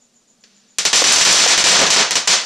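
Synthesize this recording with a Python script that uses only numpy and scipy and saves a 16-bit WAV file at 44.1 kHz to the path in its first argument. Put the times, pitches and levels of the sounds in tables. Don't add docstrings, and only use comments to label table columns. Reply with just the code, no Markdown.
import sys
import numpy as np
from scipy import signal
from scipy.fft import rfft, irfft, next_fast_len
from scipy.io import wavfile
from scipy.ndimage import uniform_filter1d, minimum_filter1d

SR = 44100
rng = np.random.default_rng(int(sys.argv[2]) if len(sys.argv) > 2 else 0)


def wav_out(sig):
    wavfile.write(sys.argv[1], SR, np.round(np.clip(np.atleast_2d(sig).T, -1, 1) * 32767).astype(np.int16))


N = 108309
T = np.arange(N) / SR
SIDE_DB = -7.5


def from_db(db):
    return 10 ** (np.asarray(db) / 20)


def rms_one(x):
    return x / np.sqrt(np.mean(x ** 2) + 1e-20)


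def dying(t, t60):
    return (t >= 0) * np.exp(-np.log(1000) * np.maximum(t, 0) / t60)


def add(out, start_s, sound):
    i = int(start_s * SR)
    out[:, i:i + sound.shape[-1]] += sound[..., :N - i]


def mid_side_to_stereo(mid, side):
    return np.array([mid + side, mid - side])


def coloured(white, spectrum, tilt_db=0):
    n = white.shape[-1]
    size = next_fast_len(n)
    hz = np.maximum(np.fft.rfftfreq(size, 1 / SR), 1)
    points_hz, points_db = np.transpose(spectrum)
    db = np.interp(np.log(hz), np.log(points_hz), points_db)
    db = db + tilt_db * np.log2(np.maximum(hz, 700))
    shaped = irfft(rfft(white, size) * from_db(db), size)[:, :n]
    mid, side = shaped * from_db([[0], [SIDE_DB]])
    return rms_one(mid_side_to_stereo(mid, side))


def resonate(x, hz, width_hz):
    r = np.exp(-np.pi * width_hz / SR)
    zeros = np.array([1, 0, -1]) * (1 - r * r) / 2
    poles = [1, -2 * r * np.cos(2 * np.pi * hz / SR), r * r]
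    return signal.lfilter(zeros, poles, x)


# start_s [s], level_db [dB], tilt_db [dB per octave],
# swing_db [dB relative to the bang]
BANG_TABLE = [(0.7849, -3, 1.24, -48), (.852, 1.5, 0.55, -26), (0.93, 4, -0.5, -25), (0.956, 9.5, 1.5, -40),
              (1.040, 12.5, -0.5, -19), (1.071, 11.5, 0.5, -21), (1.123, -0.5, 7, -30), (1.160, -1, 0, -19),
              (1.184, 1.5, 0.5, -38), (1.211, 2.5, 0.5, -16), (1.25, 12, -0.5, -39),
              (1.272, 17.5, -0.5, -32), (1.309, 8.5, 3, -40), (1.325, 6.5, 3, -38), (1.377, 11, 0, -22),
              (1.401, 7, 0.5, -24), (1.475, 13.5, 0, -20), (1.577, 5.5, 0, -43), (1.640, 10, -.5, -31),
              (1.668, 12, -0.5, -31), (1.685, 15, 0, -41), (1.717, 7.5, -1, -31), (1.79, 9.5, -2, -28),
              (1.814, -2, -4.5, -35), (1.865, -3, -2.5, -42), (1.903, 8.5, 0.5, -16.5),
              (1.962, 12, -1.77, -20), (2.1088, -3.5, 0, -25), (2.155, 1.5, -0.5, -16),
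              (2.2742, 15, 0.5, -16.5)]
# frequency_hz [Hz], density_db [relative dB per Hz]
NEAR_SPECTRUM = [(30, -21.5), (110, -19.5), (160, -6.5), (300, -6), (480, -4), (900, -3.5), (2000, 0),
                 (4000, 3.5), (6500, 3), (8000, -4), (10000, -15.5), (14000, -37.5)]
# frequency_hz [Hz], density_db [relative dB per Hz]
FAR_SPECTRUM = [(30, -28), (110, -29), (170, -11), (320, -8.5), (550, -2), (1400, 1), (2400, 0), (4000, 3),
                (6500, 1), (8000, -10.5), (10000, -23.5), (14000, -48)]
SHOCK_DB, SHOCK_T60_S, SHOCK_TILT_DB = -6.5, 0.0059, 6.5
CRACK_DB, CRACK_T60_S, CRACK_TILT_DB = -16.5, 0.01, -4.5
SWING_S = 0.001
NEAR_DB, NEAR_T60_S = -9, 0.2
FAR_DB, FAR_T60_S, FAR_BUILD_S = -16.5, .42, 0.042
SAME_PATH = 0.51


def firecrackers():
    out, t = np.zeros((2, N)), T[:2 ** 15]
    common = rng.standard_normal((2, 2, len(t)))
    for start_s, level_db, tilt_db, swing_db in BANG_TABLE:
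        own = rng.standard_normal(common.shape)
        near, far = np.sqrt(SAME_PATH) * common + np.sqrt(1 - SAME_PATH) * own

        shock_noise = coloured(far, NEAR_SPECTRUM, SHOCK_TILT_DB).mean(axis=0)
        shock = from_db(SHOCK_DB) * shock_noise * dying(t, SHOCK_T60_S)

        crack_noise = coloured(far, NEAR_SPECTRUM, tilt_db + CRACK_TILT_DB).mean(axis=0)
        crack = from_db(CRACK_DB) * crack_noise * dying(t, CRACK_T60_S)

        swing = from_db(swing_db) * (1 - t / SWING_S) * np.exp(-t / SWING_S)

        echoes = from_db(NEAR_DB) * coloured(near, NEAR_SPECTRUM, tilt_db) * dying(t, NEAR_T60_S)
        wash = from_db(FAR_DB) * coloured(far, FAR_SPECTRUM, tilt_db) * dying(t, FAR_T60_S)
        wash = wash * (1 - np.exp(-t / FAR_BUILD_S))
        add(out, start_s, shock + from_db(level_db) * (crack + swing + echoes + wash))
    return out


# [dB, peak]
THUMP_TABLE = [(.853, -14), (1.0185, -8.5), (1.342, -5), (1.462, -8), (1.580, -11), (1.819, -5)]
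THUMP_HZ, THUMP_WIDTH_HZ, THUMP_T60_S = 480, 350, .05


def thumps():
    out, t = np.zeros((2, N)), T[:SR // 2]
    for start_s, level_db in THUMP_TABLE:
        excitation = rng.standard_normal(len(t)) * dying(t, THUMP_T60_S)
        burst = resonate(excitation, THUMP_HZ, THUMP_WIDTH_HZ)
        add(out, start_s, from_db(level_db) * burst / np.abs(burst).max())
    return out


# frequency_hz [Hz], density_db [relative dB per Hz]
FUSE_SPECTRUM = [(100, -16), (400, 3), (900, -11), (1300, 2), (2600, 4), (4400, 7.5), (6200, 6),
                 (8000, -10), (14000, -34)]
FUSE_S = .438
SPIT_DB, SPIT_T60_S, FIZZ_DB, FIZZ_T60_S = -41.5, 0.064, -55, 3


def fuse():
    spit = from_db(SPIT_DB) * dying(T - FUSE_S, SPIT_T60_S)
    fizz = from_db(FIZZ_DB) * dying(T - FUSE_S, FIZZ_T60_S)
    return (spit + fizz) * coloured(rng.standard_normal((2, N)), FUSE_SPECTRUM)


CHIRP_TIMES = [.023, .163, .300, .432, .568, .708]
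# offset_s [s, from the chirp time to the syllable's peak], level_db [dB]
SYLLABLE_TABLE = [(-.021, -4), (0, 0)]
CRICKET_DB, CRICKET_HZ, CRICKET_FALL_HZ_PER_S = -53.5, 6950, 81000
SYLLABLE_S = 0.0047
CRICKET_ECHO_DB, CRICKET_T60_S = 6, .25


def cricket():
    song = np.zeros((2, N))
    t = np.arange(-SR // 100, SR // 100) / SR
    tone = np.sin(2 * np.pi * (CRICKET_HZ - CRICKET_FALL_HZ_PER_S * t / 2) * t)
    syllable = np.exp(-(t / SYLLABLE_S) ** 2) * tone
    for time_s in CHIRP_TIMES:
        for offset_s, level_db in SYLLABLE_TABLE:
            tail = rng.standard_normal((2, SR // 2)) * dying(T[:SR // 2], CRICKET_T60_S)
            mid, side = tail * from_db([[0], [SIDE_DB]])
            paths = from_db(CRICKET_ECHO_DB) * mid_side_to_stereo(mid, side) / np.linalg.norm(mid)
            paths[:, 0] += 1
            heard = signal.fftconvolve(paths, syllable[None])
            add(song, max(0, time_s + offset_s + t[0]), from_db(CRICKET_DB + level_db) * heard)
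    return song


# frequency_hz [Hz], density_db [relative dB per Hz]
NIGHT_SPECTRUM = [(30, -13), (80, -27), (130, -9), (220, -4.5), (310, -10), (480, -9.5), (1000, -15.5),
                  (2000, -19), (4500, -15), (6300, -13.5), (8000, -19.5), (14000, -38)]
NIGHT_DB = -60.5
DRONE_DB, DRONE_HZ, DRONE_WIDTH_HZ = -67.5, 231, 39
RING_DB, RING_HZ, RING_S, RING_LENGTH_S = -59.5, 199, 0.57, 0.12


def night():
    air = coloured(rng.standard_normal((2, N)), NIGHT_SPECTRUM)
    drone = rng.standard_normal(N + SR)
    for _ in range(2):
        drone = resonate(drone, DRONE_HZ, DRONE_WIDTH_HZ)
    drone = rms_one(drone[SR:])
    ring = np.exp(-((T - RING_S) / RING_LENGTH_S) ** 2) * np.sin(2 * np.pi * RING_HZ * T)
    return from_db(NIGHT_DB) * air + from_db(DRONE_DB) * drone + from_db(RING_DB) * ring


def scene():
    return firecrackers() + thumps() + fuse() + cricket() + night()


LIMIT_DB, RELEASE_DB_PER_S, DETECT_S, AHEAD_S = -9.5, 320, 0.0015, 0.0012
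STEREO_ABOVE_HZ, STOPBAND_HZ, CLIP_TOP = 5980, 15200, .88


def record(dry):
    mid, side = dry.mean(axis=0), (dry[0] - dry[1]) / 2
    power = uniform_filter1d(mid ** 2, max(2, int(DETECT_S * SR)))
    over_db = np.maximum(10 * np.log10(np.maximum(power, 1e-12)) - LIMIT_DB, 0)
    release_db = RELEASE_DB_PER_S * T
    held_db = np.maximum.accumulate(over_db + release_db) - release_db
    ahead = max(2, int(AHEAD_S * SR))
    gain = from_db(uniform_filter1d(minimum_filter1d(-held_db, 2 * ahead), ahead))

    highpass = signal.butter(10, STEREO_ABOVE_HZ, "high", fs=SR, output="sos")
    treble_side = signal.sosfilt(highpass, side * gain)
    stereo = mid_side_to_stereo(mid * gain, treble_side)
    clipped = np.clip(stereo, -CLIP_TOP, CLIP_TOP)
    lowpass = signal.cheby2(12, 70, STOPBAND_HZ, fs=SR, output="sos")
    return signal.sosfilt(lowpass, clipped)


dry = scene()
out = record(dry)
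wav_out(out)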